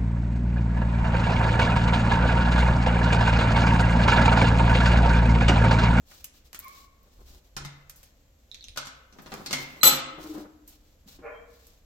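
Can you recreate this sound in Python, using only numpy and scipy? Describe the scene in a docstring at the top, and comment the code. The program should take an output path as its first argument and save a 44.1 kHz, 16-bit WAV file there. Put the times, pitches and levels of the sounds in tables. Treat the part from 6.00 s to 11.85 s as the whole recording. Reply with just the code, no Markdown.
"""In a garage, hand-tool clicks on a clamped steel strip open the take, close to the microphone: short noise bursts.
Sleeves rustle beside them as swelling hiss; a farther dog yips once, pulses and breath through throat resonances.
Knocks follow, noise cracks with ringing steel modes; a fastener skitters in tuned ticks, and the tool is put down.
The strip is yanked out, scraping noise with squealing tones, and its bending modes hum as it swings past.
The dog barks with a thin gliding whine; room noise and low rumble lie under everything, with a garage tail."""
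import sys
import numpy as np
from scipy import signal
from scipy.fft import rfft, irfft
from scipy.io import wavfile

SR = 44100
rng = np.random.default_rng(int(sys.argv[2]) if len(sys.argv) > 2 else 0)


def wav_record(signal):
    """Record a signal, one row per channel, as 16-bit PCM in the file named by sys.argv[1]."""
    frames = np.transpose(np.atleast_2d(signal))
    bounded = np.clip(frames, -1, 1)
    # unit amplitude maps onto the largest positive 16-bit level
    quanta = np.round(bounded * 32767).astype(np.int16)
    wavfile.write(sys.argv[1], SR, quanta)


N = 257984
TIME = np.arange(N) / SR  # seconds

# All event levels below are ahead of the final balance in scene(). Heavier knocks on strip, vise and bench; the
# last two rows, at 5.059 and 5.188 s, are soft footsteps. Each row: start in seconds, level in dB, softness
# 0-1, extra thud in dB, thud centre in Hz, Hz favoured by the struck spot.
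KNOCKS = [(1.5662, -32, 0.14, 16, 140, 1430), (1.649, -37.5, 0.2, 15, 140, 1960),
          (2.761, -42.5, 0.3, 1.5, 200, 1500), (2.7736, -28, 0.1, -7.5, 180, 1509),
          (2.855, -45.5, 0, -2.5, 250, 7400), (2.870, -41, 0.17, 1, 250, 1540),
          (3.125, -52.5, 0.35, 17.5, 200, 6000), (3.186, -44, 0.7, 5, 170, 1700),
          (3.261, -43, 0.6, 0, 200, 996.3), (3.319, -35.5, 0.62, 7.5, 190, 700),
          (3.399, -42, 1, 8, 230, 1000), (3.461, -33.5, .05, 8, 250, 4398),
          (3.509, -31.5, 0.2, 14, 258, 4398), (3.529, -22.5, 0.17, 10, 258, 2100),
          (3.8319, -13, 0.04, 2, 220, 1300), (3.867, -24, 0.25, 9, 145, 3030),
          (3.920, -24, 0.13, 2.5, 258, 1287), (5.059, -52, 0.99, 17, 220, 300),
          (5.188, -47, 0.9, 6.5, 260, 300)]
# Basic spectrum of a knock. Each row: frequency in Hz, gain in dB.
KNOCK_COLOUR = [(50, -15.5), (95, -8), (135, 3), (400, -4), (800, -2), (1300, 1.5), (1900, -2.5),
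                (3500, -0.5), (6000, 0.5), (8500, -7), (13000, -12.5), (16000, -15)]
# Modes of the clamped strip with its vise. Each row: frequency in Hz, level in dB, t60 in seconds.
STEEL = [(142, -2, .7), (259, -4, .55), (531, -7, .6), (824, -9, .25), (1079, -6, .45), (1290, -4, .25),
         (1325, 9, .04), (1540, -7, .35), (2040, -5, .4), (2120, -3, .4), (2191, -2, .42), (2334, -9, .35),
         (2702, -3, .25), (3030, -5, .4), (3607, -2, .45), (3936, 0, .3), (4083, 0, .4), (4398, -1, .3),
         (5082, -5, .3), (5400, -5, .3), (6234, -3, .3), (6992, -6, .25), (7400, -8, .2)]
# A softer contact is duller, lasts longer and rings the steel less: (hardest, softest).
KNOCK_TILT_DB_PER_OCTAVE = (1, -9.5)
KNOCK_DECAY_S = (0.0039, .015)
KNOCK_RING_DB = (-5, -19)
# Light clicks of the tool on the strip. Each row: start in seconds, level in dB,
# treble tilt in dB per octave, decay time in seconds.
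CLICKS = [(0.113, -49, -6.5, 0.012), (.243, -35, 3, 0.0055), (.530, -44.5, -3, 0.0034),
          (0.546, -39, -3.5, 0.011), (0.591, -28, 24, 0.0014), (0.599, -47.5, -1, 0.0043),
          (0.645, -44, 18, .002), (.682, -46, 8, 0.0013), (1.031, -55, 24, 0.0023),
          (1.896, -41.5, 0.5, 0.0054), (1.959, -50, 4.5, 0.02), (2.03, -50, -0.5, 0.0096),
          (3.22, -53, 4.5, 0.012), (3.340, -39, -5.5, 0.0008), (3.598, -48.5, 28, 0.0045),
          (4.677, -44.5, 6.5, 0.018), (5.668, -52, 4, 0.0075)]
# Basic spectrum of a click. Each row: frequency in Hz, gain in dB.
CLICK_COLOUR = [(60, -8.5), (500, -10), (1500, -2), (4000, -1.5), (7000, 2.5), (11000, -2), (14000, 3),
                (16000, -3)]

# The strip slips through the vise jaws in jerks. Each row: start in seconds, length in seconds,
# friction level in dB, squeal tilt in dB per octave.
SLIPS = [(3.812, .018, -40, -20), (3.8312, .016, -6, -3), (3.850, .032, -1.5, 1.5), (3.925, .033, -21, .5)]
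SLIP_ATTACK_S, SLIP_RELEASE_DB_PER_S = 0.0013, 519
# Spectrum of the scrape. Each row: frequency in Hz, gain in dB.
SCRAPE = [(100, -23), (250, 4), (700, 2), (1300, -9.5), (1900, -12), (3300, 4), (5500, -5), (7500, 3),
          (9000, -30), (12000, -24.5), (16000, -25.5)]
# Squealing modes of the strip. Each entry: frequency in Hz.
SQUEAL_HZ = [4083, 6234, 6993, 7784, 7900, 12719, 12881]
# The same modes in the same order. Each row: level in dB, left minus right in dB.
SQUEAL = [(-13, -19), (-25, -1.5), (-41.5, -2.5), (-26, 6), (-11, 6), (-12, 7.5), (-25, 11)]

# Bending modes of the freed strip. Each row: frequency in Hz, level in dB.
FREE_MODES = [(317.7, -7.5), (301, -5.5), (435, -20)]
# The freed strip is carried past the microphone, then the hand damps it.
FREED_S, PASS_S, GRIPPED_S = 3.9, 4.33, 4.53
PASS_DISTANCE_M, PASS_M_PER_S, PASS_DB = .15, 3.9, -31.5
NEAR_FIELD_POWER, GRIP_DB_PER_S = 1.31, 37
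SOUND_M_PER_S = 343

# A small fastener bouncing. Each row: start in seconds, level in dB, extra bright centre in Hz.
BOUNCES = [(2.515, -41.5, 3780), (2.5453, -43.5, 6150), (2.609, -49, 4200), (2.626, -50.5, 3700),
           (2.6416, -44, 6000), (2.6843, -44.5, 9300)]

# Strokes of sleeve and skin, one per arm movement. Each row: start in seconds, length in seconds, level in dB.
STROKES = [(.05, 0.22, -51), (.32, 0.1, -54.5), (.44, 0.053, -55.5), (.57, 0.31, -51.5), (.71, 0.16, -51.5),
           (1.02, 0.36, -61.5), (1.24, 0.18, -52.5), (1.44, 0.055, -60.5), (1.92, 0.21, -57),
           (3.12, 0.88, -52), (3.52, 0.15, -41.5), (4.18, 0.16, -44.5), (4.27, 0.19, -48.5),
           (4.48, 0.075, -67.5), (4.66, 0.12, -53), (4.74, 0.29, -66), (5.06, 0.13, -47.5),
           (5.46, 0.37, -57.5)]
RESTING_CLOTH_DB = -69.5
# Spectrum of rubbing cloth. Each row: frequency in Hz, gain in dB.
CLOTH = [(100, 4), (300, 2.5), (800, -1), (2000, -4.5), (4000, 4), (7000, 1), (9500, -6.5), (13000, -3.5),
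         (16000, 1)]
# Hands lean and drag on bench and strip; the row at 1.56 s is the low thud under the first knock. Each row:
# start in seconds, length in seconds, level in dB.
DRAGS = [(1.0, .35, -63), (1.27, 0.13, -63), (1.56, 0.1, -48.5), (3.12, 0.3, -53.5), (3.31, 0.13, -41),
         (3.46, .22, -43), (3.6, 0.41, -52), (4.15, 0.35, -43)]
# Spectrum of the bench under the hands. Each row: frequency in Hz, gain in dB.
BENCH = [(60, -24), (105, -14.5), (140, -6), (200, -3.5), (260, -5), (400, -5), (700, -10), (1500, -19),
         (4000, -45.5)]

# Dog calls. Each row: start in seconds, rise in seconds, fade in dB per second, effort in dB,
# pitch in Hz, roughness 0-1, clear fundamental in dB.
YIP = (.595, .06, 155, -37.5, 1080, .06, -9)
BARK = (5.203, .064, 180, -30.5, 464, .46, -9)
# Resonances of the dog's throat. Each row: frequency in Hz, width in Hz, level in dB.
THROAT = [(468, 45, -2), (610, 65, 0), (780, 90, -9), (1110, 110, -5), (1350, 140, -11), (1680, 170, -15),
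          (2200, 170, -13)]
# A call starts sharp, drops onto its pitch, then rides one small arch; SCOOP and ARCH are shares of the pitch.
CALL_S, SCOOP, SCOOP_S, ARCH = .26, 0.28, 0.011, .025
# A thin whine trailing the bark. The row: start in seconds, length in seconds, level in dB.
WHINE = (5.30, .11, -60)
WHINE_HZ, WHINE_GLIDE_HZ_PER_S = 3156, 690

# Room noise spectrum. Each row: frequency in Hz, relative level in dB per Hz.
AIR = [(12, -30), (20, -0.5), (65, 1), (100, -12.5), (177, -22), (270, -19), (377, -29), (513, -21.5),
       (923, -33), (3340, -36.5), (4940, -39.5), (7310, -34), (8180, -42), (8890, -60.5), (11800, -39),
       (16000, -48.5)]
# Likeness of the room noise at the two sides. Each row: frequency in Hz, left-right correlation.
AIR_LIKENESS = [(30, 0.99), (150, 0.98), (400, 0.73), (1000, 0.13), (16000, .1)]
# Low rumble swells when the worker shifts weight. Each row: start in seconds, length in seconds, level in dB.
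SHIFTS = [(1.12, 0.32, -51), (1.53, 0.15, -48), (2.66, .14, -51), (3.78, .24, -54), (5.1, .25, -56.5)]
RUMBLE_DB = -59.5
# Decay of the garage reflections. Each row: frequency in Hz, t60 in seconds.
GARAGE = [(100, 0.6), (300, 0.85), (1000, 0.89), (2500, 0.79), (4000, 0.53), (6000, 0.44), (9000, 0.32),
          (14000, 0.093)]
# Response of the microphone. Each row: frequency in Hz, gain in dB.
MIC = [(20, -1), (7800, -4.5), (9000, -5), (10400, -8.5), (11600, -1.5), (13000, -1.5), (16000, -8)]
EDGE_HZ = 16300  # upper band limit


def amp(db):
    """Decibels to gain."""
    return 10 ** (np.asarray(db) / 20)


def unit(x):
    """Scales to rms 1."""
    return x / np.sqrt(np.mean(x ** 2) + 1e-20)


def read(points, hz):
    """A spectrum table joined on a log-frequency axis."""
    f, value = np.transpose(points)
    return np.interp(np.log(hz + 1), np.log(f + 1), value)


def bump(hz, centre_hz, octaves):
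    """A bell of height 1 on the log-frequency axis."""
    return np.exp(-.5 * (np.log2((hz + 1) / centre_hz) / octaves) ** 2)


def place(db):
    """Left and right gains for a level difference, left minus right."""
    gains = amp([[db / 2], [-db / 2]])
    return unit(gains)


def add(mix, s, sound):
    """Mixes a stereo sound in at time s."""
    part = mix[:, round(s * SR):][:, :sound.shape[1]]
    part += sound[:, :part.shape[1]]


def colour(x, db_at, size=2048):
    """Causal minimum-phase filter with the gain db_at(Hz), so attacks stay sharp."""
    log_gain = np.log(amp(db_at(abs(np.fft.fftfreq(size, 1 / SR)))))
    spectrum = np.exp(np.conj(signal.hilbert(log_gain)))
    taps = np.fft.ifft(spectrum).real[:size // 2]
    return signal.oaconvolve(x, taps[None], axes=1)[:, :x.shape[1]]


def drift(rate_hz):
    """Slow random wavering of rms 1, made at 300 points a second."""
    f = np.fft.rfftfreq(2048, 1 / 300)
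    slow = irfft(rfft(rng.standard_normal(2048)) / (1 + (f / rate_hz) ** 4))
    return unit(np.interp(TIME * 300, np.arange(len(slow)), slow))


def pair(z, merge_hz=700):
    """Two noises as two close microphones hear them: alike in the bass, apart in the treble."""
    b, a = signal.butter(1, merge_hz, "high", fs=SR)
    side = signal.lfilter(b, a, z[1])
    return np.array([z[0] + side, z[0] - side])


def burst(decay, db_at, chatter=.12, size=8192):
    """A contact: a dying spray of micro-impacts and weaker chatter, rms 1 if packed into 20 ms."""
    t = np.arange(size) / SR
    shape = np.exp(-t / decay) + chatter * np.exp(-t / (4 * decay))
    x = colour(pair(rng.standard_normal((2, size)) * shape), db_at)
    return unit(x) * np.sqrt(SR / 50 / size)


def swells(rows, attack=.3, hold=.4):
    """Gain of movements that each rise, hold and die away, in shares of their length; powers add."""
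    corners = np.sort(np.clip([0, attack, attack + hold, 1], 0, 1))
    power = 0
    for start, length, db in rows:
        shape = np.interp(TIME, start + length * corners, [0, 1, 1, 0])
        power = power + (amp(db) * shape) ** 2
    return np.sqrt(power)


def knocks():
    """Heavier blows: a crack with a low thud; the spot that is struck favours some modes of the steel."""
    out, t = np.zeros((2, N)), np.arange(SR) / SR
    hz, mode_db, t60 = np.transpose(STEEL)
    decays = amp(mode_db[:, None] - 60 * t / t60[:, None])
    rings = decays * np.exp(2j * np.pi * hz[:, None] * t)
    onset = 1 - np.exp(-t / 0.0014)
    for s, db, softness, thud_db, thud_hz, favoured_hz in KNOCKS:
        tilt = np.interp(softness, [0, 1], KNOCK_TILT_DB_PER_OCTAVE)
        decay = np.interp(softness, [0, 1], KNOCK_DECAY_S)
        ring_db = np.interp(softness, [0, 1], KNOCK_RING_DB)

        def weight(f):
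            thud = thud_db * bump(f, thud_hz, 0.4)
            return tilt * np.log2((f + 300) / 2500) + thud + 5 * bump(f, favoured_hz, 0.16)

        crack = burst(decay, lambda f: read(KNOCK_COLOUR, f) + weight(f), chatter=0.086)
        add(out, s, amp(db) * crack)
        # high modes reach the two microphones out of step
        spread = rng.standard_normal((2, len(hz))) * np.minimum(hz / 2000, 2)
        phase = rng.uniform(0, 2 * np.pi, len(hz)) + spread
        drive_db = weight(hz) + 7 * bump(hz, favoured_hz, .1)
        share = amp(drive_db - .5 * max(drive_db))
        ringing = ((share * np.exp(1j * phase)) @ rings).imag
        add(out, s, amp(db + ring_db - 6.0) * ringing * onset)
    return out * place(0.91)


def clicks():
    """Small hard contacts of the tool, close to the microphone, as short coloured noise."""
    out = np.zeros((2, N))
    for s, db, tilt, decay in CLICKS:
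        def tone(f):
            return read(CLICK_COLOUR, f) + tilt * np.log2((f + 900) / 4000)
        add(out, s, amp(db) * burst(decay, tone, chatter=0.063))
    return out * place(0.38)


def jerk(start, length):
    """One slip: a sudden rise, a hold, and a steady fall in dB."""
    rise = np.clip((TIME - start) / SLIP_ATTACK_S, 0, 1)
    return rise * amp(-SLIP_RELEASE_DB_PER_S * np.clip(TIME - start - length, 0, .5))


def yank():
    """Stick and slip in the jaws: a gritty scrape through the steel's modes, a few of which squeal."""
    jerks = np.array([amp(db) * jerk(start, length) for start, length, db, _ in SLIPS])
    tilt_db = np.transpose(SLIPS)[-1]
    grit = pair(rng.standard_normal((2, N))) * amp(0.96 * drift(120))
    ringing = 0
    for hz, db, _ in STEEL:
        b, a = signal.iirpeak(hz, hz / 14, SR)  # 14 Hz wide
        ringing = ringing + amp(db) * signal.lfilter(b, a, grit)
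    scrape = amp(-16.0) * unit(colour(grit + 4 * ringing, lambda f: read(SCRAPE, f)))
    squeal = 0
    for hz, (db, side_db) in zip(SQUEAL_HZ, SQUEAL):
        turns = np.cumsum(hz + 12 * drift(60)) / SR
        lag = np.array([[0], [np.interp(hz, [4000, 8000], [1.9, 1.1])]])  # radians between the microphones
        drive = (amp(tilt_db * np.log2(hz / 8000))[:, None] * jerks).max(0)
        tone = np.sqrt(2) * np.sin(2 * np.pi * turns + lag)
        squeal = squeal + drive * place(side_db) * amp(db + 2.2 * drift(50)) * tone
    return jerks.max(0) * scrape, squeal


def swing():
    """The freed strip hums on its bending modes, loudest as it passes; its turning makes the hum waver."""
    along = PASS_M_PER_S * (TIME - PASS_S)  # metres past the closest point
    distance = np.hypot(along, PASS_DISTANCE_M)
    doppler = 1 - PASS_M_PER_S * along / distance / SOUND_M_PER_S
    rise = np.clip((TIME - FREED_S) / .1, 0, 1)
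    ringing = rise * amp(-GRIP_DB_PER_S * np.maximum(TIME - GRIPPED_S, 0))
    hum = 0
    for hz, db in FREE_MODES:
        level = amp(db + .5 * drift(28))
        turns = np.cumsum(hz * doppler + 3 * drift(30)) / SR
        hum = hum + level * np.sin(2 * np.pi * turns)
    nearness = (PASS_DISTANCE_M / distance) ** NEAR_FIELD_POWER
    return place(3.3) * amp(PASS_DB) * nearness * ringing * unit(hum)


def fastener():
    """Sharp ticks; each bounce lands on another edge and has its own colour."""
    out = np.zeros((2, N))
    for s, db, hz in BOUNCES:
        def ring(f):
            return 26 * bump(f, 3740, 1.0) + 6 * bump(f, 3870, 0.16) + 11 * bump(f, hz, 0.12)
        add(out, s, amp(db) * burst(.0008, ring, chatter=.1))
    return out


def sleeves():
    """Cloth and skin rubbing: a hiss of fibres with tiny catches."""
    strength = amp(1.7 * np.minimum(rng.exponential(1, N), 3))
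    catches = (rng.random(N) < 500 / SR) * strength  # about 500 a second
    flutter = amp(1.8 * drift(35))
    fibres = pair(rng.standard_normal((2, N))) * (1 + 2.6 * catches) * flutter
    rubbing = np.hypot(swells(STROKES, attack=0.24, hold=0.41), amp(RESTING_CLOTH_DB))
    return place(1.5) * rubbing * unit(colour(fibres, lambda f: read(CLOTH, f)))


def handling():
    """Dull, lumpy rumble of the wooden bench under the hands: noise of wavering level."""
    bumps = pair(rng.standard_normal((2, N)), merge_hz=900) * amp(6.7 * drift(23))
    leaning = swells(DRAGS, attack=0.23, hold=0.58)
    return place(1.5) * leaning * unit(colour(bumps, lambda f: read(BENCH, f)))


def dog(call, jitter, top_hz, brightness_db):
    """Uneven pulses of the vocal folds and puffs of air pass the throat; the fundamental stays clear."""
    start, rise, fade_db_per_s, effort_db, pitch_hz, rough, clear_db = call
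    on = (TIME > start) & (TIME < start + CALL_S)
    t, rough = TIME[on] - start, np.clip(rough, 0, .55)
    scoop = SCOOP * np.exp(-t / SCOOP_S)
    arch = ARCH * np.sin(np.pi * t / CALL_S) ** 2
    hz = pitch_hz * (1 + scoop + arch)
    fade_db = fade_db_per_s * np.maximum(t - rise, 0)
    effort = np.minimum(t / rise, 1) ** 2 * amp(effort_db - fade_db)
    turns = np.cumsum(hz * (1 + jitter * drift(230)[on])) / SR
    # six harmonics; brightness_db is their slope per octave
    folds = sum(np.cos(2 * np.pi * k * turns) * amp(brightness_db * np.log2(k)) for k in range(1, 7))
    puffs = (0.26 + np.exp(-(turns % 1) / 0.43)) * rng.standard_normal(N)[on]
    drive = (1 - rough) * unit(folds) + 5 * rough * unit(puffs)
    voice = 0
    for f, width, db in THROAT:
        b, a = signal.iirpeak(f, f / width, SR)
        voice = voice + amp(db) * signal.lfilter(b, a, drive)
    band = signal.butter(8, [.9 * pitch_hz, top_hz], "band", fs=SR, output="sos")
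    voice = unit(signal.sosfilt(band, voice))
    fundamental = amp(clear_db) * np.sin(2 * np.pi * np.cumsum(hz) / SR)
    out = np.zeros(N)
    out[on] = effort * (voice + fundamental)
    return out * np.ones((2, 1))


def whine():
    """A faint, unsteady whistle that glides upward."""
    glide = WHINE_GLIDE_HZ_PER_S * (TIME - WHINE[0])
    turns = np.cumsum(WHINE_HZ + glide + 35 * drift(90)) / SR
    tone = np.sqrt(2) * np.sin(2 * np.pi * turns)
    return place(0) * swells([WHINE], attack=0.51, hold=.15) * tone


def air():
    """Quiet room noise over a restless low rumble, split at about 120 Hz."""
    f = np.fft.rfftfreq(N, 1 / SR)
    a, b = rfft(rng.standard_normal((2, N)))
    same = np.clip(read(AIR_LIKENESS, f), -1, 1)
    z = np.array([a, same * a + np.sqrt(1 - same ** 2) * b]) * amp(read(AIR, f))
    low = 1 / (1 + (f / 120) ** 4)
    rumble = np.hypot(amp(RUMBLE_DB + 1.2 * drift(5)), swells(SHIFTS, attack=0.22, hold=.4))
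    return amp(-63.5) * unit(irfft(z * (1 - low), N)) + rumble * unit(irfft(z * low, N))


def garage(x):
    """Dense reflections from bench, door and block walls; the far treble dies first."""
    sparse = rng.standard_normal((2, SR)) * (rng.random((2, SR)) < .15)
    taps = pair(sparse, merge_hz=800)
    hz, t, z = signal.stft(taps, SR, nperseg=256)
    fading = amp(-60 * t / read(GARAGE, hz)[:, None])
    tail = signal.istft(z * fading, SR, nperseg=256)[1]
    age = np.arange(tail.shape[1]) / SR
    # reflections begin 3 ms after the sound, the early ones stronger
    tail *= np.clip((age - .003) / 0.0014, 0, 1) * (1 + 1.8 * np.exp(-age / 0.014))
    return signal.fftconvolve(x, tail / np.linalg.norm(tail[0]), axes=1)[:, :N]


def scene():
    """Near things are heard mostly direct; the farther dog is sent about equally to the reflections."""
    scrape, squeal = yank()
    yip = dog(YIP, jitter=.03, top_hz=2550, brightness_db=-.5)
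    bark = dog(BARK, jitter=.045, top_hz=2450, brightness_db=-3)
    # Each row: sound, direct gain in dB, room gain in dB.
    sources = [
        (knocks(), -1, -2),
        (clicks(), 0, -5),
        (scrape, -1, -3),
        (squeal, 0, -13),
        (swing(), 0, -15),
        (fastener(), 0, -3),
        (sleeves(), 0, -9),
        (handling(), -1, -8),
        (yip, -7, -6),
        (bark, -5, -5),
        (whine(), -5, -4),
    ]
    direct = sum(amp(db) * x for x, db, _ in sources)
    to_room = sum(amp(db) * x for x, _, db in sources)
    return direct + garage(to_room) + air()


def record(dry):
    """The microphone's dip in the treble, overload near full scale, and the band limit."""
    heard = np.clip(colour(dry, lambda f: read(MIC, f)), -.85, .85)
    band_limit = signal.firwin(511, EDGE_HZ, window=("kaiser", 9), fs=SR)
    return signal.oaconvolve(heard, band_limit[None], "same")


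dry = scene()
out = record(dry)
wav_record(out)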